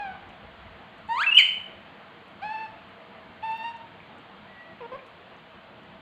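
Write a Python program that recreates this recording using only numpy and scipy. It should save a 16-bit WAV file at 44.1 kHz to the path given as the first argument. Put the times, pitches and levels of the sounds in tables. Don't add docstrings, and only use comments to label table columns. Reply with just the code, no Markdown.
import sys
import numpy as np
from scipy import signal
from scipy.fft import rfft, irfft, next_fast_len
from scipy.io import wavfile
from scipy.ndimage import uniform_filter1d, minimum_filter1d, map_coordinates

SR = 44100
rng = np.random.default_rng(int(sys.argv[2]) if len(sys.argv) > 2 else 0)


def output_pcm(signal):
    pcm = np.clip(np.atleast_2d(signal).T, -1, 1) * 32767
    wavfile.write(sys.argv[1], SR, np.round(pcm).astype(np.int16))


N = 265041

# frequency in Hz, gain in dB.
PURSED_MOUTH = [(450, -6), (900, 0.5), (1800, -3), (2700, 2.5), (3600, -13.5), (4500, -12), (5400, -19.5),
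                (6100, -25), (8400, -22), (9900, -32.5), (11200, -26), (15000, -40.5)]
# start and length in seconds, first pitch, last pitch and arch in Hz, scoop time in
# seconds, waver rate in Hz, level, overtone level and overtone growth in dB, overtone fall in dB per
# octave, formant in Hz, formant gain in dB.
COOS = [(-.02, .166, 849.5, 729.3, -5.5, 0.0088, 8.1, -35.5, 9.5, -3, 14.5, 4050, 7.5),
        (2.415, 0.2555, 831.6, 871.5, 28, 0.016, 12.3, -34.5, 1, 4.5, 9.5, 4370, 7.5),
        (3.424, .281, 888.6, 934.7, -10.5, .008, 10, -29.5, -10, 11, 7, 3520, 11)]


def coos(scoop_per_s=10, drop_s=.0049, attack_s=.015, first_crest_s=.036, fade_db=7):
    out = np.zeros(N)
    for (start, length, first_hz, last_hz, arch_hz, scoop_s, waver_hz,
         db, overtone_db, growth_db, slope_db, formant_hz, formant_db) in COOS:
        span, age, progress = timeline(start, length)
        scoop = scoop_per_s * scoop_s * np.exp(-age / scoop_s)
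        drop = .06 * np.exp((age - length) / drop_s)
        waver = .009 * np.cos(2 * np.pi * waver_hz * (age - first_crest_s))
        pitch = arc(progress, first_hz, last_hz, arch_hz) * (1 - scoop - drop + waver)
        gain = amp(db - fade_db * progress ** 2) * envelope(age, attack_s, release_s=.013)
        onset_db = 6 * np.exp(-age / attack_s)
        bright_db = overtone_db + growth_db * progress ** 2 + onset_db
        out += vocal_folds(span, pitch, gain, bright_db, PURSED_MOUTH, slope_db, jitter=.0027,
                           rasp=.014, air_db=-39.5, formant_hz=formant_hz, formant_db=formant_db)
    return out


# frequency in Hz, gain in dB.
OPEN_MOUTH = [(900, 0), (1800, 0.5), (2700, -1.5), (3300, -4.5), (4500, -3), (5400, -31.5), (7000, -11.5),
              (8700, -19.5), (10200, -39.5), (11400, -25), (12700, -38), (14300, -21.5)]
# time in seconds, pitch in Hz, level in dB.
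CRY_CLIMB = [(1.085, 860, -24.5), (1.105, 913.5, -28.5), (1.125, 924, -25.5), (1.147, 960, -29.5),
             (1.17, 1038, -29), (1.199, 1293, -26), (1.216, 1561, -24), (1.232, 1743, -25.5),
             (1.239, 2370, -25), (1.254, 2530, -28.5)]


def cry_climb(strain_db=12.5, flip_hz=2030, flip_db=21):
    start, end = CRY_CLIMB[0][0], CRY_CLIMB[-1][0]
    span, age, progress = timeline(start, end - start)
    pitch, db = curves(CRY_CLIMB, span / SR)
    flipped = 1 / (1 + (flip_hz / pitch) ** 20)
    overtone_db = -7 + strain_db * progress - flip_db * flipped
    gain = amp(db) * envelope(age, attack_s=.018, release_s=.005)
    return vocal_folds(span, pitch, gain, overtone_db, OPEN_MOUTH, slope_db=9,
                       jitter=.008 * progress, rasp=.05 * progress, air_db=-38)


# start and length in seconds, pitch and sag in Hz,
# opening level, swell and overtone level in dB.
WHISTLE_SQUEEZES = [(1.264, .042, 2668, 39.9, -20, -1.5, -25), (1.311, 0.021, 2904, 170, -29, 15.5, -7.5),
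                    (1.345, .023, 2943, 105, -19, 3, -4), (1.367, .0135, 3102, 133.5, -17.5, 24, -12.5)]


def cry_whistle():
    out = np.zeros(N)
    for start, length, hz, sag_hz, db, swell_db, overtone_db in WHISTLE_SQUEEZES:
        span, age, progress = timeline(start, length)
        pitch = arc(progress, hz, hz - sag_hz)
        risen_db = swell_db * progress
        gain = amp(db + risen_db) * envelope(age, attack_s=.0023, release_s=.0023)
        out += vocal_folds(span, pitch, gain, overtone_db - risen_db / 2, OPEN_MOUTH, slope_db=10,
                           jitter=.0033, rasp=.015, air_db=-47)
    return out


def cry_break(db=-14, fade_db=17.5, crack_db=14.5, crack_s=.0015, dull_db=7):
    span, age, progress = timeline(start=1.379, length=.038)
    pitch = arc(progress ** .74, first_hz=2717.5, last_hz=1959)
    gain = amp(db - fade_db * progress ** 3) * envelope(age, attack_s=.0009, release_s=.0012)
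    overtone_db = -9 + crack_db * np.exp(-age / crack_s) - dull_db * progress ** 3
    return vocal_folds(span, pitch, gain, overtone_db, OPEN_MOUTH, slope_db=3.5,
                       jitter=.009, rasp=.13, air_db=-24.5)


def vocal_folds(span, pitch, gain, overtone_db, mouth, slope_db, jitter, rasp, air_db,
                formant_hz=4000, formant_db=0):
    def tract_db(hz):
        return along(mouth, hz) + formant_db * bump(hz, formant_hz, 530)

    t = span / SR
    pitch = pitch * (1 + jitter * wobble(110, t) + .1 * rasp * wobble(1100, t))
    phase = 2 * np.pi * np.cumsum(pitch) / SR
    harmonic = np.arange(1, 19)[:, None]
    harmonic_hz = harmonic * pitch
    source_db = (harmonic > 1) * overtone_db - slope_db * np.log2(harmonic)
    gains = amp(source_db + tract_db(harmonic_hz) - tract_db(pitch)) * (harmonic_hz < SR / 2)
    tone = np.sqrt(2) * np.sum(gains * np.sin(harmonic * phase), axis=0)
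    air = amp(air_db) * noise(tract_db, size=SR // 2)[:len(t)] * (1 + np.sin(phase))
    out = np.zeros(N)
    out[span] = (tone + air) * gain * (1 + rasp * wobble(900, t))
    return out


# start and length in seconds, first and last pitch in Hz,
# level and overtone level in dB before the nearly shut mouth muffles them.
GRUNTS = [(4.804, 0.0626, 531, 491.6, -43.5, -0.5), (4.916, 0.05, 532, 591, -39.5, 1.5)]


def grunts(dip_hz=46.4):
    muffling = [(1100, 1.0), (1650, -6.5), (2400, -9.5), (5000, -13), (10000, -25)]  # Hz, dB
    out = np.zeros(N)
    for start, length, first_hz, last_hz, db, overtone_db in GRUNTS:
        span, age, progress = timeline(start, length)
        pitch = arc(progress, first_hz, last_hz, -dip_hz)
        gain = amp(db) * envelope(age, attack_s=.0033, release_s=.004)
        out += vocal_folds(span, pitch, gain, overtone_db, PURSED_MOUTH, slope_db=8,
                           jitter=.012, rasp=.11, air_db=-8)
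    return filtered(out, lambda hz: amp(along(muffling, hz)))


def far_squeak(start=4.46, length=.3, db=-50.5, swell_db=8.5, pulse_hz=10):
    span, age, progress = timeline(start, length)
    pitch = arc(progress, first_hz=1952.5, last_hz=1921.5)
    pulse_db = 1.5 * np.cos(2 * np.pi * pulse_hz * (age - length / 2))
    taper_db = swell_db * np.abs(2 * progress - 1)
    gain = amp(db + pulse_db - taper_db) * envelope(age, attack_s=.01, release_s=.01)
    return vocal_folds(span, pitch, gain, overtone_db=-14, mouth=PURSED_MOUTH, slope_db=8,
                       jitter=.012, rasp=.02, air_db=-36)


# start in seconds, level in dB before the trim,
# centre in Hz, width in octaves, seconds to die away by 60 dB.
CAGE_TOUCHES = [(.289, -60, 7000, 0.37, 0.037), (.303, -38, 2720, .16, 0.049), (.98, -59, 7440, 0.29, .03),
                (1.078, -57, 7750, .24, .03), (2.275, -68, 7960, 0.62, .08), (2.889, -67, 8300, .25, .02),
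                (3.517, -52, 7600, .21, .015), (3.576, -50.5, 13200, .25, 0.013),
                (3.763, -58.5, 6400, .3, 0.047), (4.002, -35, 2360, .17, 0.027),
                (4.18, -63, 7300, .3, 0.041), (4.989, -37, 2420, .18, 0.034), (5.06, -62, 6300, 0.8, .08),
                (5.364, -61, 6740, .15, .025), (5.831, -64, 7000, .4, .029)]


def cage_ticks(softness=.048, trim_db=-6):
    out = np.zeros(N + SR)
    age = np.arange(SR // 6) / SR
    for start, db, centre_hz, octaves, t60 in CAGE_TOUCHES:
        burst = noise(lambda hz: 60 * bump(np.log2(hz + 1), np.log2(centre_hz), 2 * octaves), len(age))
        attack = 1 - np.exp(-(age / (softness * t60)) ** 2)
        decay = amp(db + trim_db - 60 * age / t60)
        out[int(start * SR):][:len(age)] += burst * attack * decay
    return out[:N]


# frequency in Hz, relative level in dB.
HUSH_SPECTRUM = [(20, -19), (50, -14.5), (90, -4.5), (190, 2), (400, -4.5), (750, 1.5), (1100, 0),
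                 (2000, -4.5), (3200, -7.5), (4500, -20.5), (5400, -40), (7300, -37), (9300, -47.5),
                 (15000, -45)]
# centre in Hz, width in Hz, lift in dB.
HUSH_BANDS = [(56.6, 5.9, 5), (91, 14, 6), (200, 26, 4), (349, 4.1, 9), (467, 11, 7), (655, 17.2, 7.5)]


def room_tone(db=-48, sink_db_per_s=.2669):
    def colour_db(hz):
        bands_db = sum(lift * bump(hz, centre, width) for centre, width, lift in HUSH_BANDS)
        return along(HUSH_SPECTRUM, hz) + bands_db

    t = np.arange(N) / SR
    return amp(db - sink_db_per_s * t) * patchy(noise(colour_db), depth_db=2.5)


# frequency in Hz, relative level in dB.
RUMBLE_SPECTRUM = [(15, -10.5), (35, -4), (55, 13.5), (95, 11.5), (140, -26), (300, -39.5), (1000, -100)]
# time in seconds, level in dB.
RUMBLE_LEVELS = [(0, -62.5), (.72, -56.5), (.8, -83), (1.1, -58.5), (1.25, -92)]


def rumble():
    db, = curves(RUMBLE_LEVELS, np.arange(N) / SR)
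    return amp(db) * noise(lambda hz: along(RUMBLE_SPECTRUM, hz))


# frequency in Hz, seconds to die away by 60 dB.
ROOM_DECAY = [(200, 1), (1000, 0.55), (3000, 0.54), (4300, 0.46), (7000, 0.44), (14000, 0.62)]


def room(x, wet_db, delay_s=.005):
    hz, t, spectrum = signal.stft(rng.standard_normal(SR), SR, nperseg=256)
    decay = amp(-60 * t / along(ROOM_DECAY, hz)[:, None])
    tail = signal.istft(spectrum * decay, SR, nperseg=256)[1]
    tail = np.pad(tail / np.linalg.norm(tail), (int(delay_s * SR), 0))
    return x + amp(wet_db) * signal.fftconvolve(x, tail)[:N]


def patchy(x, depth_db):
    spectrum = signal.stft(x, nperseg=1024)[2]
    swells = uniform_filter1d(rng.standard_normal(spectrum.shape), 5, axis=0)
    swells = unit(uniform_filter1d(swells, 7, axis=1))
    low = 1 / (1 + np.fft.rfftfreq(1024, 1 / SR) / 1500)
    return signal.istft(spectrum * amp(depth_db * low[:, None] * swells), nperseg=1024)[1][:N]


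def timeline(start, length):
    span = np.arange(max(0, int(start * SR)), int((start + length) * SR))
    age = np.clip(span / SR - start, 0, length)
    return span, age, age / length


def arc(progress, first_hz, last_hz, arch_hz=0):
    return first_hz + (last_hz - first_hz) * progress + 4 * arch_hz * progress * (1 - progress)


def envelope(age, attack_s, release_s):
    return np.clip(np.minimum(age / attack_s, (age[-1] - age) / release_s), 0, 1)


def amp(db):
    return 10 ** (np.asarray(db) / 20)


def unit(x):
    return x / np.sqrt(np.mean(x ** 2) + 1e-20)


def bump(x, centre, width):
    return np.exp(-.5 * ((x - centre) / width) ** 2)


def along(points, hz):
    knots_hz, values = np.transpose(points)
    return np.interp(np.log(hz + 1), np.log(knots_hz + 1), values)


def curves(rows, t):
    times, *columns = np.transpose(rows)
    return [np.interp(t, times, column) for column in columns]


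def wobble(rate, t):
    return map_coordinates(rng.standard_normal(8192), [t * rate], mode="wrap")


def filtered(x, response):
    size = next_fast_len(len(x) + 8192)
    return irfft(rfft(x, size) * response(np.fft.rfftfreq(size, 1 / SR)), size)[:len(x)]


def noise(colour_db, size=N):
    return unit(filtered(rng.standard_normal(size), lambda hz: amp(colour_db(hz))))


def limiter(x, ceiling=.87):
    needed = np.minimum(1, ceiling / (np.abs(x) + 1e-9))
    return x * uniform_filter1d(minimum_filter1d(needed, size=265), size=221)


def scene():
    calls = room(coos(), wet_db=-3.5)
    cry = room(cry_climb() + cry_whistle() + cry_break(), wet_db=-5.5)
    soft_calls = room(grunts() + far_squeak(), wet_db=-9)
    touches = room(cage_ticks(), wet_db=-7)
    return (calls + cry + soft_calls + touches + room_tone() + rumble())[None]


def record(dry, knee_db=-22, dip_s=.03, dip_share=.72, bass_hz=750, top_hz=15600):
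    x = dry[0]
    memory = np.exp(-1 / (dip_s * SR))
    power = signal.lfilter([1 - memory], [1, -memory], x ** 2)
    bass = filtered(x, lambda hz: 1 / (1 + (hz / bass_hz) ** 8))
    dip = dip_share * power / (power + amp(knee_db) ** 2)
    return filtered(limiter(x - dip * bass), lambda hz: hz < top_hz)[None]


dry = scene()
out = record(dry)
output_pcm(out)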